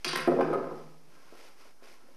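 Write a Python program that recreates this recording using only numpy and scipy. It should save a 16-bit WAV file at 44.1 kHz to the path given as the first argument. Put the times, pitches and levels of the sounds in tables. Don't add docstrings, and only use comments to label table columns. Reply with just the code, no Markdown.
import sys
import numpy as np
from scipy import signal
from scipy.fft import rfft, irfft
from scipy.io import wavfile

SR = 44100
rng = np.random.default_rng(int(sys.argv[2]) if len(sys.argv) > 2 else 0)


def dump(signal):
    limited = np.clip(np.atleast_2d(signal).T, -1, 1)
    pcm = np.round(limited * 32767).astype(np.int16)
    wavfile.write(sys.argv[1], SR, pcm)


def amplitude_ratio(level_db):
    exponent = np.asarray(level_db, float) / 20
    return 10 ** exponent


N = 95388
TIME_S = np.arange(N) / SR
LUCK_DB = 3

# pitch_hz [Hz], level_db [dB], t60_s [s to fall 60 dB]
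TRAY_MODES = [(235, -9, 0.056), (278.8, -4.5, 0.065), (331, -4.5, 0.029), (355.2, 0.5, 0.056),
              (408, -2.5, 0.035), (429.6, -2.5, 0.048), (478, -2, 0.035), (546.5, -3, 0.044),
              (683, -4.5, 0.046), (778, -4, 0.026), (812, -5.5, 0.039), (1023, -7, 0.028),
              (1290, -12, 0.053), (1477, -18, 0.017)]


def rms_one(x):
    return x / np.sqrt(np.mean(x ** 2) + 1e-20)


def curve(rows):
    start_s, level_db = np.transpose(rows)
    return np.interp(TIME_S, start_s, level_db)


def at_hz(points, hz):
    points = np.array(points)
    return np.interp(np.log(hz), np.log(points[:, 0]), points[:, 1])


def colour(x, spectrum):
    size = 4096
    hz = np.arange(size // 2 + 1) * SR / size + 1
    cepstrum = irfft(at_hz(spectrum, hz) * np.log(10) / 20)
    cepstrum[1:size // 2] *= 2
    cepstrum[size // 2 + 1:] = 0
    response = irfft(np.exp(rfft(cepstrum)))[:size // 2]
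    return signal.fftconvolve(x, response)[:len(x)]


def ring(clicks, hz, t60_s):
    decay = amplitude_ratio(-60 / (t60_s * SR))
    turn = 2 * np.pi * hz / SR
    return signal.lfilter([0, np.sin(turn)], [1, -2 * decay * np.cos(turn), decay ** 2], clicks + 1e-18)


def blows(rows, modes, spread_db):
    luck = rng.standard_normal((len(rows), len(modes)))
    out = np.zeros(N)
    for k, (hz, mode_db, t60_s) in enumerate(modes):
        clicks = np.zeros(N)
        for (start_s, peak_db, tilt_db, *spot_hz), z in zip(rows, luck):
            off_db = 0
            if spot_hz:
                off_db = min(15.5 * abs(np.log2(hz / spot_hz[0])), 10)
            bright_db = np.clip(tilt_db, -8, 4) * np.log2(hz / 400)
            clicks[int(start_s * SR)] += amplitude_ratio(peak_db + mode_db - off_db + spread_db * z[k] + bright_db)
        out += ring(clicks, hz, t60_s) * (-1) ** k
    return out


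def plain_blows(rows, modes, spread_db):
    return blows([(start_s, peak_db, 0) for start_s, peak_db in rows], modes, spread_db)


def grains(per_s):
    sizes = amplitude_ratio(1.5 * np.minimum(rng.exponential(1, N), 4)) * rng.choice([-1, 1], N)
    return sizes * (rng.random(N) < per_s / SR)


def room(x):
    # pitch_hz [Hz], t60_s [s]
    decay_times = [(100, 1), (300, 0.45), (1000, 0.65), (3000, 0.55), (6000, 0.4), (12000, 0.2)]
    spots, spot_s, first_echo_s = 4, 0.05, 0.0037
    t = np.arange(SR) / SR
    edges_hz = 60 * 2 ** np.arange(0, 8, 0.5)
    white = rng.standard_normal((2, spots, SR))
    tail = 0
    for k, (low, high) in enumerate(zip(edges_hz, edges_hz[1:])):
        band_filter = signal.butter(2, [low, high], "band", fs=SR, output="sos")
        band = signal.sosfilt(band_filter, white[k % 2])
        tail = tail + band * amplitude_ratio(-60 * t / at_hz(decay_times, np.sqrt(low * high)))
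    tail = tail * np.clip(t / first_echo_s - 0.5, 0, 1)
    tail = tail / np.sqrt(np.sum(tail ** 2, axis=1, keepdims=True))
    place = (TIME_S / spot_s - np.arange(spots)[:, None]) % spots
    share = np.sqrt(np.clip(1 - np.abs(place - 1), 0, 1))
    return signal.fftconvolve(x * share, tail, axes=1)[:, :N].sum(axis=0)


def air():
    # pitch_hz [Hz], level_db [dB per Hz]
    air_tone = [(60, -26), (110, -1), (350, 0), (600, -4.5), (1350, -10.5), (3000, -21), (7000, -12),
                (13000, -15.5)]
    return amplitude_ratio(-64) * rms_one(colour(rng.standard_normal(N), air_tone))


def cloth():
    # start_s [s], level_db [dB]
    movement = [(0, -62), (.3, -46.5), (.8, -59), (1.03, -69), (1.1, -63), (1.32, -59.5), (1.4, -54.5),
                (1.48, -54), (1.55, -64.5), (1.61, -56.5), (1.71, -61), (1.74, -69), (1.81, -72),
                (1.84, -55), (1.94, -56.5), (2.0, -64), (2.1, -66), (2.16, -63)]
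    # pitch_hz [Hz], level_db [dB per Hz]
    cloth_tone = [(150, -15.5), (400, 4.5), (800, 2), (1300, -6.5), (2200, 1.5), (4000, -5.5), (7000, -5.5),
                  (13000, -10.5)]
    rub = rms_one(grains(per_s=2500)) + 0.5 * rng.standard_normal(N)
    return amplitude_ratio(curve(movement) - 1) * rms_one(colour(rub, cloth_tone))


def creak():
    # start_s [s], level_db [dB]
    strain = [
        (1.05, -76),
        (1.138, -61.5),
        (1.494, -61),
        (1.55, -72),
        (1.568, -63.5),
        (1.64, -59.5),
        (1.772, -76),
        (1.834, -60),
        (2.16, -69.5),
    ]
    # pitch_hz [Hz], level_db [dB], t60_s [s]
    cord_modes = [(1058, 3.5, 0.03), (1316, -0.5, 0.043), (1403, 1.5, 0.028), (1604, -3.5, 0.049)]
    slips = sum(amplitude_ratio(db) * ring(grains(per_s=450), hz, t60_s) for hz, db, t60_s in cord_modes)
    fade_in = np.clip((TIME_S - strain[0][0]) * 10 + 1, 0, 1)
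    return amplitude_ratio(curve(strain) - 3) * fade_in * rms_one(slips)


def bumps():
    bump_times = [(1.324, -39, 4, 440), (1.334, -44.5, 6, 700), (1.347, -41, 6, 390),
                  (1.398, -43.5, 1, 453), (1.448, -51, 0, 536), (1.605, -50, 3, 347), (1.652, -44, 4, 372),
                  (1.821, -39.5, -0.5, 500), (1.837, -45.5, 5.5, 560), (1.852, -51, 3, 604),
                  (1.922, -55, 3, 480), (2.035, -47, -4, 245), (2.085, -46.5, 3, 510),
                  (2.105, -48.5, -4, 250)]
    return amplitude_ratio(-6.5) * blows(bump_times, TRAY_MODES, LUCK_DB)


def rolling():
    # start_s [s], level_db [dB]
    motion = [
        (0.29, -27),
        (0.358, -28),
        (0.406, -37),
        (0.462, -43),
        (0.556, -28),
        (0.7, -49),
        (1.05, -70.5),
        (1.2, -68),
    ]
    knocks = 0
    for hz, db, t60_s in TRAY_MODES:
        knocks = knocks + amplitude_ratio(db) * ring(grains(per_s=130), hz, t60_s) / (1 + (hz / 900) ** 2)
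    fade_in = np.clip((TIME_S - motion[0][0]) * 100, 0, 1)
    fade_out = np.clip((motion[-1][0] - TIME_S) * 10 + 1, 0, 1)
    return amplitude_ratio(curve(motion) - 2.5) * fade_in * fade_out * rms_one(knocks)


def rocking():
    rock_times = [
        (0.047, -33.5),
        (0.056, -34),
        (.067, -31.5),
        (0.080, -36),
        (.093, -34.5),
        (0.133, -29),
        (0.158, -25.5),
        (0.174, -28.5),
        (.187, -28),
        (0.200, -28),
    ]
    # pitch_hz [Hz], level_db [dB], t60_s [s]
    plinth_modes = [(158.2, -8.5, 0.22), (235, -9.5, 0.085), (355, -1, 0.12), (511, -4, 0.099),
                    (668, -4.5, 0.05), (1060, -2.5, 0.061)]
    return amplitude_ratio(-2.5) * plain_blows(rock_times, plinth_modes, LUCK_DB)


def thuds():
    landings = [(0.2753, -1.5, 1.5, 372), (.281, -5, 3.5, 600), (.287, -2.5, -16.5, 354),
                (.296, -9.5, 3, 420), (.303, -10, -16, 310), (.318, -7.5, 4, 460), (.331, -20, 9, 404),
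                (0.342, -13.5, -12, 460), (0.361, -10.5, -6, 453), (.373, -14.5, 2, 500),
                (.3875, -6, -1, 570), (0.3966, -3.5, 0.5, 355), (.403, -10.5, -9, 343),
                (.408, -8.5, 9, 900), (0.4138, -9.5, 4, 1000), (.421, -8, -12, 453),
                (.427, -7.5, -8.5, 403), (.449, -15.5, 5, 500), (.464, -20.5, 2.5, 686),
                (0.482, -20.5, 6, 450), (0.502, -14, 2.5, 390), (0.513, -23, 3, 397.4),
                (.531, -13.5, 2.5, 500), (.544, -15, -12, 426), (.557, -16, 8, 410.3), (.570, -18, -6, 420),
                (.584, -18, 4, 415), (.597, -17, 4, 354), (.612, -18, -2, 480), (.630, -25.5, 8, 557),
                (.652, -23, -1.5, 450), (.668, -23, 3, 437), (.690, -31, 4, 340), (.712, -23, -1, 353),
                (.733, -27.5, -3, 399.8), (0.757, -37, 0, 349)]
    # pitch_hz [Hz], level_db [dB], t60_s [s]
    frame_modes = [(134.3, -29, 1.2), (157.6, -21, 1.2), (169.6, -22.5, 1.28), (206, -24, 0.2)]
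    frame = plain_blows([row[:2] for row in landings], frame_modes, LUCK_DB)
    return amplitude_ratio(-4) * blows(landings, TRAY_MODES, LUCK_DB) + amplitude_ratio(-19) * frame


def chatter():
    knocks = [(0.5299, -20.5), (0.5385, -18), (0.544, -17), (0.548, -22), (0.556, -24.5), (.578, -28),
              (0.627, -31), (0.6433, -28.5), (.672, -33.5), (0.699, -34), (0.789, -42.5)]
    # pitch_hz [Hz], level_db [dB], t60_s [s]
    ring_modes = [(1255, 2.5, 0.033), (1180, -14, 0.0076), (1270, -14, 0.0084)]
    ring_hz = ring_modes[0][0]
    in_step = [(np.round(start_s * ring_hz) / ring_hz, peak_db) for start_s, peak_db in knocks]
    return amplitude_ratio(-7.5) * plain_blows(in_step, ring_modes, spread_db=1)


def ticks():
    tick_times = [(.049, -25.5), (.0515, -25), (.062, -46), (.073, -43), (.0797, -24), (0.0834, -24),
                  (.0885, -26), (.102, -50), (.109, -42), (.117, -40), (.124, -41), (.133, -54),
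                  (0.1604, -22), (0.175, -39)]
    # pitch_hz [Hz], level_db [dB], t60_s [s]
    ball_modes = [(3400, 0, 0.0033), (3970, 4.5, 0.0036), (4350, -1.5, 0.0065), (4660, 1, 0.0063),
                  (5300, 5, 0.0037), (5690, 2.5, 0.0038), (6300, -11.5, 0.0048), (8920, 0.5, .008),
                  (11700, -16, 0.0038)]
    return amplitude_ratio(-2.5) * plain_blows(tick_times, ball_modes, LUCK_DB)


def clacks():
    hits = [(0.0468, -54, -14, 15), (0.0457, -17.5, -15, 1), (0.0798, -28.5, -20, -29),
            (0.084, -28.5, -18, -13), (0.0887, -22, -26, -1), (0.092, -30.5, -38, 10),
            (0.1301, -23.5, -22, 6.5), (0.1552, -26.5, -14, 17.5), (0.159, -23.5, -6.5, 12),
            (0.1727, -26.5, -6, 14), (0.179, -52, -33, 9), (0.2046, -42.5, 4, 9), (0.2762, -37.5, 0.5, 22),
            (0.4039, -44, -33, 20.5), (0.4097, -32.5, -13, 19), (0.5322, -56, -3, 9),
            (0.5327, -40.5, -7.5, 16.5), (0.5462, -49, -32, 20), (1.83, -54.5, -28, -21)]
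    # pitch_hz [Hz], level_db [dB], t60_s [s]
    skittle_modes = [(1040, -5, .02), (1200, -6, .015), (1370, -3, .022), (1480, -4, .02), (1560, -3, .022),
                     (1750, -4, .018), (1900, -5, .015), (2130, -5, .015), (2260, -6, .015),
                     (2480, -8, .012)]
    # pitch_hz [Hz], level_db [dB per Hz]
    crack_tone = [(300, -41), (700, -1.5), (1500, -3), (3000, 1.5), (5000, -3.5), (6500, -7.5)]
    low_s, top_s, split_hz = 0.006, 0.0048, 7700
    length = 1500
    t = np.arange(length) / SR
    low, top = np.zeros(N + length), np.zeros(N + length)
    noise = np.sign(rng.standard_normal((len(hits), length)))
    noise[:, 0] = 2.1
    for (start_s, peak_db, top_db, _), z in zip(hits, noise):
        i = int(start_s * SR)
        low[i:i + length] += amplitude_ratio(peak_db) * z * np.exp(-t / low_s)
        top[i:i + length] += amplitude_ratio(peak_db + top_db + 7) * z * np.exp(-t / top_s)
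    low_pass = signal.butter(4, split_hz, fs=SR, output="sos")
    top_band = signal.butter(8, [split_hz, 12300], "band", fs=SR, output="sos")
    crack = signal.sosfilt(low_pass, colour(low[:N], crack_tone)) + signal.sosfilt(top_band, top[:N])
    body_hits = [(start_s, peak_db + body_db) for start_s, peak_db, _, body_db in hits]
    body = plain_blows(body_hits, skittle_modes, LUCK_DB / 2)
    return amplitude_ratio(1) * crack + amplitude_ratio(-9.5) * body


def scene():
    sharp = clacks() + ticks()
    dull = thuds() + bumps() + rocking() + rolling()
    rings = chatter()
    echoes = room(amplitude_ratio(-2.5) * sharp + amplitude_ratio(-9.5) * dull + amplitude_ratio(-12.5) * rings)
    knocks = amplitude_ratio(2) * (sharp + dull + rings + echoes)
    return (knocks + cloth() + creak() + air())[None]


def gain_control(x):
    limit_db, squeeze, attack_s = -30, 0.34, 0.00028
    ramp_db = 86 * TIME_S
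    level_db = 20 * np.log10(np.abs(x[0]) + 1e-9)
    held_db = np.maximum.accumulate(level_db + ramp_db) - ramp_db
    r = np.exp(-1 / (attack_s * SR))
    cut_db = signal.lfilter([1 - r], [1, -r], squeeze * np.maximum(held_db - limit_db, 0))
    return x * amplitude_ratio(-cut_db)


def band_limit(x):
    return signal.sosfilt(signal.butter(12, 13390, fs=SR, output="sos"), x)


def record(dry):
    # pitch_hz [Hz], level_db [dB]
    mic_tone = [(2000, 0), (3700, -2), (5100, 2.5), (6000, -1.5), (7400, -9), (9000, -5.5), (10300, -5),
                (11800, -4.5)]
    bass_cut = signal.butter(4, 163.5, "high", fs=SR, output="sos")
    x = signal.sosfilt(bass_cut, colour(dry[0], mic_tone)[None])
    x = gain_control(x)
    ceiling, lopsided = 0.26, 0.4
    x = ceiling * np.tanh((x + lopsided * x ** 2) / ceiling)
    top_cut = signal.cheby2(12, 30, 13500, fs=SR, output="sos")
    x = signal.sosfilt(top_cut, x)
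    rumble = amplitude_ratio(-76.5) * rms_one(signal.lfilter([1], [1, -0.995], rng.standard_normal(N)))
    offset = 0.0045
    return band_limit(x + rumble + offset)


dry = scene()
out = record(dry)
dump(out)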